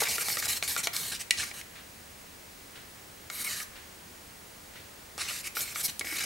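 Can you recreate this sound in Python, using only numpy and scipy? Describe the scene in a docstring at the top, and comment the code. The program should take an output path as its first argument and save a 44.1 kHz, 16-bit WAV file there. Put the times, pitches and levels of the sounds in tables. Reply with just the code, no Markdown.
"""A wooden stick stirs thin paint in a hand-held plastic pot: it scrapes, knocks the wall, and early glugs rise.
It claps once on the rim and rests, scrapes briefly, rests again, then stirs anew with a few late glugs.
Scrapes are random slips rung through pot and stick; knocks and the clap are noise bursts with decaying modes.
A moving resonance sings the wall's note, and a delayed, inverted bounce off the table colours the scraping.
All along, the small quiet room holds hiss, hum, a thin whine and a far clock made of decaying noise each second."""
import sys
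import numpy as np
from scipy import signal
from scipy.fft import rfft, irfft, next_fast_len
from scipy.io import wavfile
from scipy.ndimage import uniform_filter1d, map_coordinates

SR = 44100
rng = np.random.default_rng(int(sys.argv[2]) if len(sys.argv) > 2 else 0)


def digitize_waveform(pressure):
    """Quantize a signal to 16-bit integers and store it at the path in sys.argv[1].

    Rows of a 2-D input are taken as channels; values are limited to [-1, 1].
    """
    field = np.atleast_2d(pressure).T
    bounded = np.clip(field, -1, 1)
    quanta = np.round(bounded * 32767).astype(np.int16)
    wavfile.write(sys.argv[1], SR, quanta)


N = 275625
TIME = np.arange(N) / SR
TOP_HZ = 15900
PAD = SR // 200  # 5 ms of silence at each end of a blow, where the filters settle

# lower edges of the four registers: pot bottom, pot wall, wood rasp, fine hiss [f/Hz]
BAND_EDGES = (70, 1100, 3200, 10500)
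REGISTERS = [signal.butter(5, band, "band", fs=SR, output="sos")
             for band in zip(BAND_EDGES, BAND_EDGES[1:] + (TOP_HZ,))]


def undb(db):
    """Decibels to gain."""
    return 10 ** (np.asarray(db) / 20)


def unit(x):
    """Scale to rms 1."""
    return x / np.sqrt(np.mean(x ** 2))


def fade(t, t60):
    """Free decay by 60 dB in t60 seconds."""
    return np.exp(-np.log(1000) * t / t60)


def add(track, start, sound):
    """Mix a sound into a track from a given time on."""
    i = int(round(start * SR))
    lo, hi = max(i, 0), min(i + len(sound), N)
    track[lo:hi] += sound[lo - i:hi - i]


def colour(x, points):
    """Filter by a spectrum of (Hz, dB) points, joined along log frequency."""
    hz, db = np.transpose(points)
    size = next_fast_len(x.shape[-1])
    f = np.maximum(np.arange(size // 2 + 1) * SR / size, 1)
    gain = undb(np.interp(np.log(f), np.log(hz), db))
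    return irfft(rfft(x, size) * gain, size)[..., :x.shape[-1]]


def registers(x):
    """Split into pot bottom, pot wall, wood rasp and fine hiss, each of rms 1."""
    return [unit(signal.sosfilt(sos, x)) for sos in REGISTERS]


def walk(size, rate):
    """Smooth random wander with a spread near 1, heading for a new value `rate` times a second."""
    k = int(SR / rate)
    steps = np.repeat(rng.standard_normal(size // k + 1), k)
    return unit(uniform_filter1d(steps, k))[:size]


def scraping():
    """All strokes of the stick along the wall, with their bounce off the table."""
    # strokes along the wall [start t/s, length t/s, rasp level before pressure/dB, swell from start to end/dB,
    # pot wall over rasp/dB, fine hiss over rasp/dB, wall note over the rest of the wall's ring/dB]
    strokes = [(0, 0.048, -34, -21.5, -5, -5.5, -12), (0.029, 0.014, -30, -4, -6, -8, -10),
               (0.048, 0.034, -37.5, 0, 0, -8, -14), (0.08, 0.081, -33, 0, -8, -7, -3),
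               (0.168, 0.048, -38, 5, -5, -5, -5), (.203, 0.027, -32.5, -2, -6, -7, -8),
               (0.236, 0.041, -34.5, 5, -10, -11, 1), (0.279, 0.05, -32.5, 4, -12.5, -5, 1),
               (0.332, 0.05, -38.5, -12, -8.5, -6, -2), (0.375, 0.025, -36, 9.5, -9, -4, -4),
               (0.409, 0.034, -39.5, 9, -7.5, -11, -3), (0.445, 0.012, -31.5, 3, -8, -8, 0),
               (0.477, 0.059, -32, -1.5, -8.5, -6.5, -8), (0.533, 0.042, -39.5, 12, -11.5, -7, -8),
               (0.63, 0.043, -39, -8, -8, -9, -10), (0.673, 0.085, -35, -8, -10.5, -5, -6),
               (0.772, 0.033, -32, -8, -5, -11, -11), (0.829, 0.031, -34, -2, -10.5, -12, 9),
               (0.928, 0.18, -37, -2, -9, -6, -8), (0.957, 0.046, -40.5, -1, -18, -8, -3),
               (1.114, 0.052, -36.5, -9, -6, -14, -12), (1.188, 0.03, -40, 7, -6.5, -14, -5),
               (1.317, 0.054, -46.5, -3, -5, -19, -6), (1.368, 0.039, -34.3, 13, -5, -20, -3),
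               (1.413, 0.098, -41.5, -17, -7.5, -15, -6), (1.533, 0.077, -47.5, -1, -4.5, -8, -8),
               (3.308, 0.12, -42, 9, -7, -3, 1), (3.438, 0.045, -38, -2, -1, -6, 4),
               (3.479, 0.069, -37.8, 0, -7, -10, -6), (3.549, 0.082, -40, 0.5, -5.5, -8, -7),
               (5.179, 0.039, -37.5, 9.5, -4, -23, -11), (5.221, 0.052, -38, -6, -6, -16, -11),
               (5.275, 0.022, -36.3, 4, -2.5, -13, -24), (5.298, 0.11, -39, -2, -8, -12, -7),
               (5.428, .047, -43, 14, -0.5, -12, 4), (5.548, 0.056, -37.5, 2.5, -8.5, -2, -7),
               (5.606, 0.035, -35, -5, -9.5, -5.5, -9), (5.649, 0.081, -43.5, -2, -6, -6.5, -13),
               (5.743, 0.073, -37.5, 6, -10, -7, -3), (5.824, 0.034, -33.5, 14.5, -16.5, -3.5, 6),
               (5.876, 0.022, -35.5, -2, -5.5, -10, -7), (6.043, 0.12, -41.5, 0.5, -1.5, -6.5, -1),
               (6.148, 0.02, -37.5, -3, -5, -4, -6), (6.162, 0.011, -32.5, -0.5, -6, -15, -2),
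               (6.179, 0.016, -33.5, -3, -2.5, -8, 1), (6.199, 0.029, -34.3, -3, -4.5, -12, -6),
               (6.232, .018, -34.5, -7, -4, -14, 1)]
    out = np.zeros(N)
    for start, *shape in strokes:
        add(out, start, stroke(start, *shape))
    return table_bounce(out)


def stroke(start, length, rasp_db, swell_db, ring_db, hiss_db, note_db, slip_rate=9000, chatter_rate=170,
           chatter_db=0.6, pressed_t60=0.014, direct_db=29, stick_db=7, stick_t60=0.0055, note_width_hz=160,
           waver=.022, waver_rate=25, bottom_db=-17, even_hiss_db=-5, tilt=0.2):
    """Wood fibres catch and let go thousands of times a second while the pressure swells and eases."""
    # colour of the slips of wood on wet plastic [f/Hz, level/dB]
    slip_colour = [(80, 12), (200, 4.5), (400, -0.5), (700, 2.5), (1000, 4), (1500, 3.5), (2300, 1),
                   (3000, 2.5), (3450, -1.5), (3900, 3), (4600, 2.5), (5100, 2.5), (7000, 2.5), (10000, 3),
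                   (13000, 6), (14200, 2), (16000, -4)]
    # note of the rubbed wall, lower as the stick is lifted; one curve per spell of stirring [t/s, f/Hz]
    wall_pitch = [
        [(0.0, 2340), (0.9, 2300), (1.34, 2060), (1.4, 1640), (1.46, 2280)],
        [(3.32, 2250), (3.475, 2180), (3.51, 1910), (3.62, 1760)],
        [(5.19, 2370), (5.75, 2270), (6.06, 2150), (6.24, 2260)],
    ]
    t = TIME[:SR // 4]
    slips = (rng.random(len(t)) < slip_rate / SR) * np.sign(rng.standard_normal(len(t)))
    slips = colour(slips * undb(chatter_db * walk(len(t), chatter_rate)), slip_colour)

    lag = TIME[:SR // 30]
    body = pot_ring(lag, detune=0.012, scatter_db=1.0) * fade(lag, pressed_t60)  # the pressing stick damps the pot
    body[0] += undb(direct_db)  # part of each slip radiates straight from the contact
    rung = signal.fftconvolve(slips, body)[:len(t)]
    rung = rung + undb(stick_db) * sliding_wood(slips, stick_t60)
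    rung = colour(rung, [(3500, 0), (11000, 2 * tilt * (hiss_db - even_hiss_db))])  # wet wood is duller
    bottom, wall, rasp, hiss = registers(rung)

    # the wall sings at the height of the contact; the pitch wavers as the contact travels round the pot
    note_hz = np.interp(start + t, *np.vstack(wall_pitch).T) * (1 + waver * walk(len(t), waver_rate))
    note = unit(signal.sosfilt(REGISTERS[1], resonate(slips, note_hz, note_width_hz)))
    wall = unit(wall_colour(wall, belly_db=-7.0, upper_db=0) + undb(note_db) * note)
    mix = undb(bottom_db) * bottom + undb(ring_db) * wall + rasp + undb(hiss_db) * hiss
    return undb(rasp_db) * pressure(t, length, swell_db) * mix


def pressure(t, length, swell_db, grip_s=0.007, let_go_s=0.0085, arch_db=1, tremor_db=0.8, tremor_rate=71):
    """The stick grips, drags with a force that arches as it grows or fades, and lets go."""
    grip = np.clip(t / grip_s, 0, 1)
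    along = np.minimum(t / length, 1)
    swell = swell_db * (along - .5)
    arch = arch_db * (np.sin(np.pi * along) - 2 / np.pi)  # hardest in the middle
    tremor = tremor_db * walk(len(t), tremor_rate)  # the hand's pressure changes
    release = np.exp(-np.maximum(t - length, 0) / let_go_s)
    return grip * undb(swell + arch + tremor) * release


def pot_ring(t, detune, scatter_db, supple_hz=6000):
    """The pot's answer to one tap; the place of contact weights its modes and shifts the high ones most."""
    # modes of pot and stick, damped by hand and paint [nominal f/Hz, t60/s, level/dB]
    pot_modes = [(450, 0.023, -13), (611, 0.033, -9), (808, 0.015, -7.5), (1178, 0.037, -2),
                 (1374, 0.015, -3), (1665, 0.035, -22), (1918, 0.024, -2.5), (2283, 0.027, -1),
                 (2480, 0.014, -9.5), (2880, 0.023, -13.5), (3740, 0.0066, -6), (4140, 0.039, -6),
                 (4480, 0.018, -5.5), (5450, 0.017, -5), (6200, 0.02, -6.5), (6680, 0.04, -11),
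                 (7300, 0.022, -5), (8370, 0.021, -7), (9340, 0.038, -7), (12900, 0.004, 10.5)]
    hz, t60, db = np.transpose(pot_modes)[:, :, None]
    shift, weight, phase = rng.standard_normal((3, len(pot_modes), 1))
    hz = hz * (1 + detune * shift * np.minimum(hz / supple_hz, 1))
    modes = fade(t, t60) * np.sin(2 * np.pi * (hz * t + phase))
    return np.sum(undb(db + scatter_db * weight) * modes, axis=0)


def sliding_wood(slips, t60, count=6, slide_rate=45):
    """The stick's dense modes blend from spot to spot as the contact slides, so the colour keeps shifting."""
    lag = TIME[:SR // 100]
    spots = rng.standard_normal((count, len(lag))) * fade(lag, t60)
    share = np.array([walk(len(slips), slide_rate) for _ in spots])
    rung = signal.fftconvolve(slips[None], spots, axes=1)[:, :len(slips)]
    return np.sum(share * rung, axis=0) / np.linalg.norm(share, axis=0)


def resonate(x, hz, width_hz):
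    """One resonance whose pitch may move: shift the sound down to 0 Hz, smooth it, shift it back."""
    turn = np.exp(2j * np.pi * np.cumsum(hz) / SR)
    smooth = signal.lfilter([1], [1, -np.exp(-np.pi * width_hz / SR)], x / turn)
    return np.real(turn * smooth)


def wall_colour(x, belly_db, upper_db):
    """The wall is soft at the belly, stiff near the rim; the contact's height weights its low and high modes."""
    return unit(colour(x, [(1400, belly_db), (1650, 0), (2450, 0), (3200, upper_db)]))


def table_bounce(x, sway_rate=9):
    """The pot's underside sounds in opposite phase and returns from the table; the comb shifts with the hands."""
    # bounce off the table [t/s, lag/ms, strength 0-1, sway of the lag/ms]
    bounce = [(0.0, .85, .16, .12), (1.1, .82, .18, .1), (1.5, 1.12, .18, .04), (3.3, 1.17, .22, .01),
              (3.63, 1.155, .22, .015), (5.2, 1.2, .18, .05), (6.2, 1.1, .16, .12)]
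    s, lag_ms, strength, sway_ms = np.transpose(bounce)
    sway = np.interp(TIME, s, sway_ms) * walk(N, sway_rate)
    lag_s = (np.interp(TIME, s, lag_ms) + sway) / 1000
    gain = np.interp(TIME, s, strength)
    returned = map_coordinates(x, [(TIME - lag_s) * SR], order=3)
    return (x - gain * returned) / np.sqrt(1 + gain ** 2)


def knocking(crack_t60=0.028, crack_db=5, snap_t60=0.0039, snap_db=15, hiss_db=-17, touch_s=0.00015,
             top_db=-4, dulling=0.63, spot_db=-3, spot_t60=0.035):
    """The stick meets the wall: a snap, a short crack, the ring of the pot and the note of the struck spot."""
    # knocks on the pot [t/s, wall level over 10 ms/dB, cushioning by paint/dB, pitch of the struck spot f/Hz,
    # belly modes/dB, bottom thump over wall/dB]
    knocks = [(.018, -38, 9, 1520, 20, 6), (.072, -33.5, 10, 2305, -7, -21),
              (0.1817, -34, 5.5, 1384, 2, -9), (0.284, -38.5, -2, 1286, -7, -4),
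              (.3, -37, 6, 2300, -17, -13), (0.3703, -33.5, 2, 1890, 6, -8),
              (0.4247, -37.5, 8, 1830, -2, -9), (0.456, -43, -3, 2280, -6, -10),
              (.468, -40, 10, 2300, 0, -5.5), (0.6258, -32, 0, 2420, -1, -9),
              (0.6777, -44, -6, 2230, -5, -14), (0.764, -32, 3, 1400, 4, -11.5),
              (.871, -29.5, 0, 2287, -5, -7.5), (0.9647, -40, -9.5, 2260, -10, -30),
              (1.431, -38.5, 15, 2150, 8, -10), (1.5127, -41, 10, 2270, -18, -13),
              (1.613, -46.5, 2, 2150, -16, -19), (3.3005, -40.5, -0.5, 2160, 6, -11),
              (3.601, -39.5, 6, 1760, -14, -26), (5.179, -47, -6, 1240, 6, 2.5),
              (5.309, -44, 10, 1360, 6, -11), (5.5686, -33.5, 8, 1430, 3, -11),
              (5.607, -48.5, -13.5, 2460, -8, -25), (5.7575, -36.5, 7, 2220, 10, -14),
              (5.9944, -54.5, -23, 2560, -12, -27), (6.01, -33.5, 8, 2170, -12, -10),
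              (6.045, -45, 8, 2000, -13, -4), (6.07, -41, 8, 2240, -13, -13),
              (6.124, -41, 10, 1970, -2, -8)]
    # colour of a knock; the pot's bottom gives the weight [f/Hz, level/dB]
    knock_colour = [(120, -15), (400, 3.5), (620, 1.5), (820, 7), (1030, -4.5), (1400, 5), (3500, 5.5)]
    out, t = np.zeros(N), TIME[:SR // 10]
    for s, wall_db, cushion_db, spot_hz, belly_db, thump_db in knocks:
        wood_db = wall_db - cushion_db  # paint cushions some knocks: they start softly and lose their top
        contact = 1 - np.exp(-t / (touch_s * undb(cushion_db)))
        burst = undb(crack_db) * fade(t, crack_t60) + undb(snap_db) * fade(t, snap_t60)
        crack = rng.standard_normal(len(t)) * burst
        blow = contact * (crack + pot_ring(t, detune=0.053, scatter_db=2.0))
        blow = colour(np.pad(blow, PAD), [*knock_colour, (11000, top_db - dulling * cushion_db)])
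        bottom, wall, wood, hiss = registers(blow)

        spot = np.pad(contact * fade(t, spot_t60) * np.sin(2 * np.pi * spot_hz * t), PAD)
        wall = unit(wall_colour(wall, belly_db, upper_db=-2.5) + undb(spot_db) * unit(spot))
        dulled_hiss_db = wood_db + hiss_db - dulling * max(cushion_db, 0)
        levels = undb([wall_db + thump_db, wall_db, wood_db, dulled_hiss_db])
        knock = levels @ [bottom, wall, wood, hiss]
        add(out, s - 1 / 200, knock * np.sqrt(SR / 100 / len(blow)))  # levels refer to 10 ms
    return out


def rim_tap(start=1.3083, level_db=-18.5, clap_db=22, clap_lag_s=.0003, crack_db=5, crack_t60=.02):
    """The stick's edge touches, its flat claps down just after, and the stiff rim cracks and rings briefly."""
    # modes of the rim [f/Hz, t60/s, level/dB]
    rim_modes = [(1965, 0.025, -1.5), (2267, 0.033, -6.5), (2940, 0.026, -8.5), (4050, .025, -11),
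                 (5400, 0.018, -5), (7060, .03, -15), (8560, .03, -8)]
    # colour of the clap [f/Hz, level/dB]
    clap_colour = [(300, -17), (1100, -18), (1500, -5), (1850, 3.5), (2800, 5), (3400, -4), (4100, 0),
                   (5200, 0), (8000, -5.5), (10500, -9), (14000, -19), (16000, -34)]
    out, t = np.zeros(N), TIME[:SR // 10]
    hz, t60, db = np.transpose(rim_modes)[:, :, None]
    ring = np.sum(undb(db) * fade(t, t60) * np.sin(2 * np.pi * hz * t), axis=0)
    crack = np.sign(rng.standard_normal(len(t))) * fade(t, crack_t60)
    blow = ring + undb(crack_db) * crack
    blow[int(clap_lag_s * SR)] += undb(clap_db)
    blow = unit(colour(np.pad(blow, PAD), clap_colour))
    add(out, start - 1 / 200, undb(level_db) * blow * np.sqrt(SR / 100 / len(blow)))  # level refers to 10 ms
    return out


def glugging(glide=0.21, onset_s=0.0016):
    """Each air pocket closing in the paint rings briefly and rises in pitch as it shrinks."""
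    # air pockets [t/s, starting f/Hz, level before the soft onset/dB, t60/s]
    glugs = [(.018, 857, -27, 0.037), (.019, 644, -30, 0.035), (0.019, 431, -31, 0.058),
             (.872, 645, -35, 0.053), (5.886, 172, -31, 0.023), (6.051, 263, -34, 0.024),
             (6.122, 293, -38, 0.064)]
    out, t = np.zeros(N), TIME[:SR // 8]
    for s, hz, db, t60 in glugs:
        envelope = (1 - np.exp(-t / onset_s)) * fade(t, t60)
        rising = np.sin(2 * np.pi * hz * t * (1 + glide * t / t60))
        add(out, s, undb(db) * envelope * rising)
    return out


def room(x, t60=0.45, wet_db=-14.5, early_db=-17, early_t60=0.12, gap_s=0.00089):
    """Quick reflections from the table and a longer tail from the walls: decaying noise, unlike on the two sides."""
    t = TIME[:SR // 2]
    early, tail = rng.standard_normal((2, 2, len(t))) * (t > gap_s)
    echo = undb(early_db) * unit(early * fade(t, early_t60)) + undb(wet_db) * unit(tail * fade(t, t60))
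    echo = colour(echo / np.sqrt(len(t)), [(100, 2.9), (300, 13.7), (600, 8.0), (2000, 7.4),
                                           (5000, 1.8), (9000, 3.4), (14000, 3)])
    return signal.fftconvolve(x[None], echo, axes=1)[:, :N]


def clock(step_s=.756, tick_db=-49, latch_db=-7, latch_lead_s=0.023, tail_t60=0.47):
    """A far clock: the latch lifts, then the hand steps; long noise decays stand for its echo in the room."""
    step = (TIME - step_s) % 1
    latch = (TIME - step_s + latch_lead_s) % 1
    swell = fade(step, tail_t60) + undb(latch_db) * fade(latch, tail_t60)
    noise = rng.standard_normal(N) + rng.standard_normal((2, N))  # partly shared by the two sides
    noise = colour(noise, [(200, 3), (800, -5.5), (1800, 5.0), (4000, 1.0), (6000, -11), (12000, -19)])
    return undb(tick_db) * swell * unit(noise)


def background(air_db=-50.5, whine_hz=15625, whine_db=-63):
    """Even hiss and rumble of still air, with the steady sines of a low hum and a thin electronic whine."""
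    # still air of the room [f/Hz, relative level per Hz/dB]
    air = [(12, -41), (20, -4.5), (87, -2), (178, -3), (210, -7.5), (234, -4.5), (418, -6), (567, -7.5),
           (812, -9), (1230, -10.5), (2080, -9.5), (3240, -13.5), (8510, -13.5), (14800, -18.5)]
    # how much of the air is side [f/Hz, side minus mid level/dB]
    air_side = [(30, -8), (70, -19), (130, -12), (250, -7), (500, -1.5), (1000, 1.5), (2400, -2.5),
                (4400, -4), (8000, -11), (15000, -14.5)]
    # low hum of appliances [f/Hz, rms level/dB]
    hum = [(76, -67), (100, -73), (209, -68)]
    mid, side = (undb(air_db) * unit(colour(rng.standard_normal(N), air)) for _ in range(2))
    side = colour(side, air_side)
    tones = np.zeros(N)
    for hz, db in [*hum, (whine_hz, whine_db)]:
        tones += np.sqrt(2) * undb(db) * np.sin(2 * np.pi * (hz * TIME + rng.random()))
    return mid + tones + np.array([side, -side])


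def scene():
    """The pot is close and central; the room lies around it."""
    pot = scraping() + knocking() + rim_tap() + glugging()
    return pot + room(pot) + clock() + background()


def record(dry):
    """A steep low-pass cuts the top."""
    return signal.sosfilt(signal.ellip(10, .1, 80, TOP_HZ, fs=SR, output="sos"), dry)


dry = scene()
out = record(dry)
digitize_waveform(out)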